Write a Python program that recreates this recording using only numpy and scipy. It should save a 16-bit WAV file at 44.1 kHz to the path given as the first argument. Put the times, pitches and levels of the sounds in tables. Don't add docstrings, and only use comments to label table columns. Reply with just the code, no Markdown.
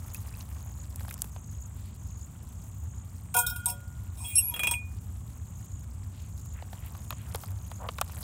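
import sys
import numpy as np
from scipy import signal
from scipy.fft import rfft, irfft
from scipy.io import wavfile

SR = 44100
rng = np.random.default_rng(int(sys.argv[2]) if len(sys.argv) > 2 else 0)


def materialize(psi):
    bounded = np.clip(np.atleast_2d(psi).T, -1, 1)
    quanta = np.round(bounded * 32767).astype(np.int16)
    wavfile.write(sys.argv[1], SR, quanta)


def volts_from_db(level):
    exponent = np.asarray(level, float) / 20
    return 10 ** exponent


N = 362937
CUSHIONED_UNTIL_S = 4.3


def rms_one(x):
    return x / np.sqrt(np.mean(x ** 2) + 1e-20)


def in_time(rows, outside=None):
    s, *columns = np.transpose(rows)
    return [np.interp(np.arange(N) / SR, s, c, outside, outside) for c in columns]


def drift(rate):
    r = np.exp(-80 * np.pi * rate / SR)
    white = rng.standard_normal(N // 40 + 2002)
    slow = signal.lfilter([1], [1, -2 * r, r * r], white)[2000:]
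    return np.interp(np.arange(N) / 40, np.arange(len(slow)), rms_one(slow))


def ring(x, hz, t60):
    r, w = volts_from_db(-60 / (t60 * SR)), 2 * np.pi * hz / SR
    return signal.lfilter([0, np.sin(w)], [1, -2 * r * np.cos(w), r * r], x + 1e-18)


def fading(x, seconds):
    return signal.lfilter([1], [1, -np.exp(-1 / (seconds * SR))], x + 1e-18)


def band(x, low_hz, high_hz):
    edges = [low_hz, min(high_hz, .45 * SR)]
    return signal.sosfilt(signal.butter(2, edges, "band", fs=SR, output="sos"), x)


def near(x, hz):
    reach = 1.23
    return band(x, hz / reach, hz * reach)


def coloured(spectrum):
    hz, db = np.transpose(spectrum)
    grid = np.arange(1, N // 2 + 2) * SR / N
    gain = volts_from_db(np.interp(np.log(grid), np.log(hz), db))
    return rms_one(irfft(rfft(rng.standard_normal(N)) * gain, N))


def add(out, s, sound):
    i = round(s * SR)
    np.add.at(out, np.arange(i, min(i + len(sound), N)), sound[:N - i])


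def clicks(events):
    out = np.zeros(N)
    for s, gain in events:
        out[round(s * SR)] = gain
    return out


def open_air():
    # (frequency [Hz], relative density [dB per Hz])
    air_spectrum = [(20, -33), (40, -17.5), (65, 2), (100, 1.5), (130, -9.5), (220, -17), (330, -30.5),
                    (1000, -59), (4900, -65), (7000, -36.5), (15500, -80.5), (16500, -50)]
    return volts_from_db(-39.5) * coloured(air_spectrum)


def far_crickets():
    centre_hz, width_hz, level_db = 7840, 1580, -65.5
    edges = centre_hz + width_hz * np.linspace(-.5, .5, num=4)
    hiss = np.zeros(N)
    for low, high in zip(edges, edges[1:]):
        hiss += volts_from_db(2.5 * drift(1.5)) * band(rng.standard_normal(N), low, high)
    return volts_from_db(level_db) * rms_one(hiss)


def near_cricket():
    # (start [s], end [s], relative level at the end [dB])
    trills = [(0, 0.208, -53.5), (0.538, 0.843, -52.5), (1.307, 1.67, -52), (1.977, 2.258, -52.5),
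              (2.493, 3.031, -57.5), (5.306, 5.84, -54), (6.194, 6.552, -53), (6.927, 7.185, -53),
              (7.55, 7.818, -52)]
    t = np.arange(N) / SR
    to_go, level = np.zeros(N), np.zeros(N)
    for start, end, db in trills:
        sounding = (t > start) * (t < end)
        to_go += (end - t) / (end - start) * sounding
        level += volts_from_db(db) * sounding
    swell = volts_from_db(-11 * to_go) * level
    stroke = (55.9 * t + rng.random()) % 1
    hz = 7550 - 350 * to_go - 1500 * stroke + 100 * drift(36.26)
    note = np.sin(2 * np.pi * np.cumsum(hz) / SR)
    uneven = volts_from_db(2.5 * drift(23))
    pulse = np.sin(np.pi * np.clip(stroke / 0.91, 0, 1)) ** 2
    return swell * uneven * pulse * note * 2


def rustle(crackle_db):
    # (frequency [Hz], relative density [dB per Hz])
    foil_spectrum = [(350, 0.5), (650, 5), (1100, 6), (1800, -5), (3500, -8.5), (7000, -43)]
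    level_db, follows = -62, 0.42
    rustle_db = level_db + follows * (crackle_db - crackle_db.mean())
    strokes = volts_from_db(1.23 * drift(39.0))
    return volts_from_db(rustle_db) * strokes * coloured(foil_spectrum)


def crackles():
    rate = 160 * volts_from_db(5.0 * drift(10))
    born = (rng.random(N) < rate / SR) * volts_from_db(0.97 * np.minimum(rng.exponential(1, N), 4.0))
    width, grain = 1.22, rng.standard_normal(N)
    dealt = rng.integers(0, 8, N)
    out = np.zeros(N)
    for k, hz in enumerate(np.geomspace(2000, 14000, num=8)):
        burst = fading(born * (dealt == k), 0.00054) * grain
        out += band(burst, hz / width, hz * width) * (hz / 8000) ** 0.52
    fizz = volts_from_db(-19.5 + 3.84 * drift(33)) * band(rng.standard_normal(N), 6000, 17000)
    return out + fizz


def wet_pops():
    per_s, level_db, cycles = 70, -10, 8.9
    pops = (rng.random(N) < per_s / SR) * volts_from_db(1.88 * np.minimum(rng.exponential(1, N), 4.0))
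    sizes = rng.integers(0, 10, N)
    wet = np.zeros(N)
    for k, hz in enumerate(np.geomspace(600, 4200, num=10)):
        wet += ring(pops * (sizes == k), hz, cycles / hz)
    return volts_from_db(level_db) * band(wet, 740, 6400)


def snaps():
    # (time [s], body peak [dB], nominal body frequency [Hz], treble peak [dB])
    snap_rows = [(0.146, -46, 2400, -23.5), (0.407, -37, 4140, -44), (0.959, -47, 594, -25),
                 (0.995, -43, 2400, -48), (1.007, -36.5, 810, -56), (1.048, -40, 1100, -52),
                 (1.081, -35, 1070, -52), (1.0913, -37, 3130, -46), (1.11, -32, 1860, -27.5),
                 (1.141, -45, 1110, -25), (1.179, -47, 2200, -37), (1.219, -41.5, 1100, -14),
                 (1.243, -37, 630, -33), (1.362, -35, 696, -50), (6.623, -34.5, 725, -72),
                 (6.73, -35, 690, -72), (6.95, -37, 1060, -49), (7.106, -24, 890, -21),
                 (7.125, -31.5, 840, -59), (7.347, -24, 636, -25), (7.357, -36.5, 1030, -23),
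                 (7.435, -32.5, 1030, -45), (7.715, -31, 940, -36), (7.888, -23.5, 786, -95),
                 (7.984, -25, 1010, -29), (8.013, -16, 1020, -11.5), (8.096, -36.5, 1180, -47)]
    out, t = np.zeros(N), np.arange(1200) / SR
    for s, db, hz, treble_db in snap_rows:
        puff = rng.standard_normal(len(t)) * np.exp(-t / 0.0035)
        thump = band(band(puff, hz / 1.76, hz * 1.48), hz / 2, hz * 2)
        body = thump + volts_from_db(-12) * band(puff, 1410, 3960)
        tick = band(rng.standard_normal(len(t)) * np.exp(-t / .0012), 6000, 16500)
        add(out, s, volts_from_db(db) * body / np.abs(body).max() + volts_from_db(treble_db) * tick / np.abs(tick).max())
    return out


def drips():
    # (time [s], initial level [dB], start frequency [Hz])
    drops = [(0.148, -40.5, 2470), (0.339, -45.5, 2500)]
    rise_hz_per_s, dying_s = 17000, 0.0069
    out, t = np.zeros(N), np.arange(1200) / SR
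    for s, db, hz in drops:
        cycles = (hz + rise_hz_per_s * t / 2) * t
        add(out, s, volts_from_db(db) * np.exp(-t / dying_s) * np.sin(2 * np.pi * cycles))
    return out


def swishes():
    # (start [s], length [s], rms level before the fade in and out [dB], nominal frequency [Hz])
    swish_rows = [(1.716, 0.28, -65, 3400), (6.103, 0.2, -62, 3300), (6.53, 0.098, -57, 1730),
                  (6.796, 0.11, -59, 2550), (7.144, 0.14, -60, 2480), (7.789, 0.099, -42, 845)]
    out = np.zeros(N)
    friction = rng.standard_normal(N) * volts_from_db(3.5 * drift(63))
    for s, length, db, hz in swish_rows:
        piece = friction[round(s * SR):round((s + length) * SR)]
        rub = band(band(piece, hz / 1.77, hz * 1.37), hz / 2, hz * 2)
        add(out, s, volts_from_db(db) * rms_one(rub) * np.sqrt(np.hanning(len(rub))))
    return out


def pouch():
    # (time [s], relative crackle level [dB])
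    handling = [(0, -34.5), (.9, -42), (1.12, -36), (1.4, -45), (6.45, -45.5), (6.86, -36), (7.1, -43),
                (7.4, -31.5), (7.65, -41), (7.95, -40), (8.23, -30.5)]
    crackle_db, = in_time(handling)
    handled = volts_from_db(crackle_db) * (crackles() + wet_pops())
    return handled + rustle(crackle_db) + snaps() + drips() + swishes()


def contacts():
    # (time [s], bright ring [dB], base ring [dB], wall ring [dB])
    knocks = [(3.3408, -7.5, -14.5, -25.5), (3.3643, -5.5, -25, -15.5), (3.386, -6.5, -45, -41),
              (3.464, -9, -38, -45), (3.497, -16, -39, -43), (3.559, -21, -55, -37),
              (3.6571, -10.5, -30.5, -32), (3.6824, -23, -35, -29), (3.697, -17, -45, -31),
              (4.3554, -19, -76, -65)]
    # (time [s], upper wall ring [dB], lower wall ring [dB])
    rocks = [(4.5386, -20.5, -19.5), (4.5617, -20, -17), (4.593, -17, -12), (4.633, -15.5, -11),
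             (4.6704, -15, -11.5), (4.711, -18.5, -26), (4.7365, -44, -12.5)]
    # (time [s], relative friction [dB], contact from 0 base to 1 wall)
    slide_rows = [(4.17, -42, 0.69), (4.235, -37.5, 0.32), (4.255, -35.5, 0.99), (4.42, -42.5, 0.79),
                  (4.53, -40, 0.68)]
    rock_bright_db, sharpens_db_per_s, rock_base_db = -5, 62, -22.5
    rows = [(*row, row[-1]) for row in knocks]
    for s, db, low_db in rocks:
        bright_db = db + rock_bright_db + sharpens_db_per_s * (s - rocks[0][0])
        rows.append((s, bright_db, db + rock_base_db, db, low_db))
    rows = np.array(rows)
    blows = [clicks(zip(rows[:, 0], volts_from_db(db))) for db in rows[:, 1:].T]
    slide_db, contact = in_time(slide_rows, outside=-200)[0], np.clip(in_time(slide_rows)[1], 0, 1)
    slide = volts_from_db(slide_db)
    slides = [slide]
    for db, share in zip((-4.5, -7.5, -6.5), (1 - contact, contact ** 2, contact)):
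        slides.append(volts_from_db(db) * slide * share)
    held = np.arange(N) < CUSHIONED_UNTIL_S * SR
    press_s = (0.0025, 0.00039)
    pressed = []
    for blow in blows:
        pressed.append(sum(fading(blow * when, s) / (s * SR) for when, s in zip((held, ~held), press_s)))
    push = [0, *(fading(blow, .00008) for blow in blows[1:])]
    skid_db, skid_s = (-13.5, -6, -18, -18), 0.018
    drag = [f + volts_from_db(db) * fading(p, skid_s) for f, p, db in zip(slides, pressed, skid_db)]
    chatter = [volts_from_db(-32.5) * fading(p, 0.0021) for p in pressed]
    white = rng.standard_normal(N)
    forces = [volts_from_db(-33.5) * p + (c + volts_from_db(-33) * d) * white for p, c, d in zip(push, chatter, drag)]
    return forces, pressed, drag


def body_modes(forces):
    # (frequency [Hz], relative level [dB], t60 [s])
    modes = [(489, -19.5, 0.32), (728, -3, 0.15), (960.7, 5, 0.11), (2455, -4, 0.3), (2525, -2, 0.07),
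             (2720, -1, 0.04), (3305, -3, 0.12)]
    base_top_hz, low_wall_top_hz = 2000, 2600
    out = np.zeros(N)
    for hz, level_db, t60 in modes:
        part = 1 if hz < base_top_hz else 3 if hz < low_wall_top_hz else 2
        wandering = forces[part] * volts_from_db(5.0 * drift(21))
        out += volts_from_db(level_db) * ring(near(wandering, hz), hz, t60)
    return out


def bright_modes(force):
    # (frequency [Hz], relative level [dB])
    modes = [(3740, -25), (5400, -21), (6190, -27), (7060, -23.5), (7644, -20.5), (8230, -20.5), (8450, -4),
             (9200, -12), (9860, -12.5), (11250, -18), (12500, -20), (13400, -13), (14400, -29),
             (15100, -13)]
    t60 = 0.12
    out = np.zeros(N)
    for hz, level_db in modes:
        drive = near(force * volts_from_db(level_db + 5 * drift(14)), hz)
        out += ring(drive, hz, t60)
        for near_hz in hz * (1 + 0.0448 * rng.uniform(-0.97, 1, size=6)):
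            out += volts_from_db(-6.0) * ring(drive, near_hz, t60 / 2)
    return out


def free_rim():
    # (frequency [Hz], relative level [dB], t60 [s])
    modes = [(1429, -2, 1.15), (1454, 0, .85), (2466, -9, .6), (3216, -14, .9), (3297, -16, .8)]
    blow = clicks([(3.344, volts_from_db(-29))])
    stopped_hz, stop_s, dying_s = 1454, 3.655, .02
    stopped = np.exp(-np.maximum(np.arange(N) / SR - stop_s, 0) / dying_s)
    out = np.zeros(N)
    for k, (hz, db, t60) in enumerate(modes):
        tone = (-1) ** k * volts_from_db(db) * ring(blow, hz, t60)
        out += tone * (stopped if hz == stopped_hz else 1)
    return out


def settling_base():
    s, db, hz, t60 = 3.715, -52, 570, .5
    return ring(clicks([(s, volts_from_db(db))]), hz, t60)


def wall_squeal():
    s, db, hz, above_hz, dying_s = 4.245, -39, 3300, 50, .03
    since = np.maximum(np.arange(N) / SR - s, 0) / dying_s
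    turn = 2 * np.pi * np.cumsum(hz + above_hz * np.exp(-2 * since)) / SR
    return volts_from_db(db) * 2 * np.sqrt(since) * np.exp(-since) * np.sin(turn)


def crack(pressed, drag):
    level = volts_from_db(-8) * fading(pressed, 0.003) + volts_from_db(-19 + 3 * drift(80)) * drag
    return level * band(rng.standard_normal(N), 9250, 15500)


def stove_clank(base_pressed):
    freed = np.arange(N) >= CUSHIONED_UNTIL_S * SR
    level = volts_from_db(11) * fading(base_pressed * freed, 0.014)
    return level * band(rng.standard_normal(N), 240, 1700)


def pot():
    forces, pressed, drag = contacts()
    out = body_modes(forces) + bright_modes(forces[0]) + free_rim() + settling_base() + wall_squeal()
    out += crack(pressed[0], drag[0])
    radiated = signal.sosfilt(signal.butter(8, 440, "high", fs=SR, output="sos"), out)
    return radiated + stove_clank(pressed[1])


def squeak():
    # (time [s], even [dB], odd [dB])
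    squeak_rows = [(4.345, -70, -60), (4.357, -21.5, -38), (4.377, -18.5, -33), (4.385, -25, -11.5),
                   (4.398, -25, -19.5), (4.415, -38, -34.5), (4.44, -55, -70)]
    # (multiple of the fundamental, relative level [dB])
    orders = [(1, -14.5), (2, -11.5), (3, -2), (4, 2.5), (5, -13.5)]
    even_db, odd_db = in_time(squeak_rows, outside=-200)
    turn = 2 * np.pi * np.cumsum(2743 * (1 + 0.0062 * drift(160))) / SR
    throb = 1 + 0.45 * np.sin(2 * np.pi * 178 * np.arange(N) / SR)
    share = [volts_from_db(even_db), volts_from_db(odd_db) * throb]
    stack = np.zeros(N)
    for k, db in orders:
        k = round(k)
        stack += share[k % 2] * volts_from_db(db + drift(120)) * np.sin(k * turn)
    return stack


def whine():
    # (time [s], level [dB])
    whine_rows = [(4.395, -57), (4.41, -33), (4.5, -29.5), (4.54, -61)]
    whine_db, = in_time(whine_rows, outside=-200)
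    hz = 11330 * (1 + 0.0057 * drift(154))
    return volts_from_db(whine_db + 3.6 * drift(170)) * np.sin(2 * np.pi * np.cumsum(hz) / SR)


def scene():
    crickets = far_crickets() + near_cricket()
    return (open_air() + crickets + pouch() + pot() + squeak() + whine())[None]


def band_limit(x):
    return signal.sosfilt(signal.butter(12, 16990, fs=SR, output="sos"), x)


def record(dry):
    cut = signal.sosfilt(signal.cheby2(12, 40, 16300, fs=SR, output="sos"), dry)
    return band_limit(cut)


dry = scene()
out = record(dry)
materialize(out)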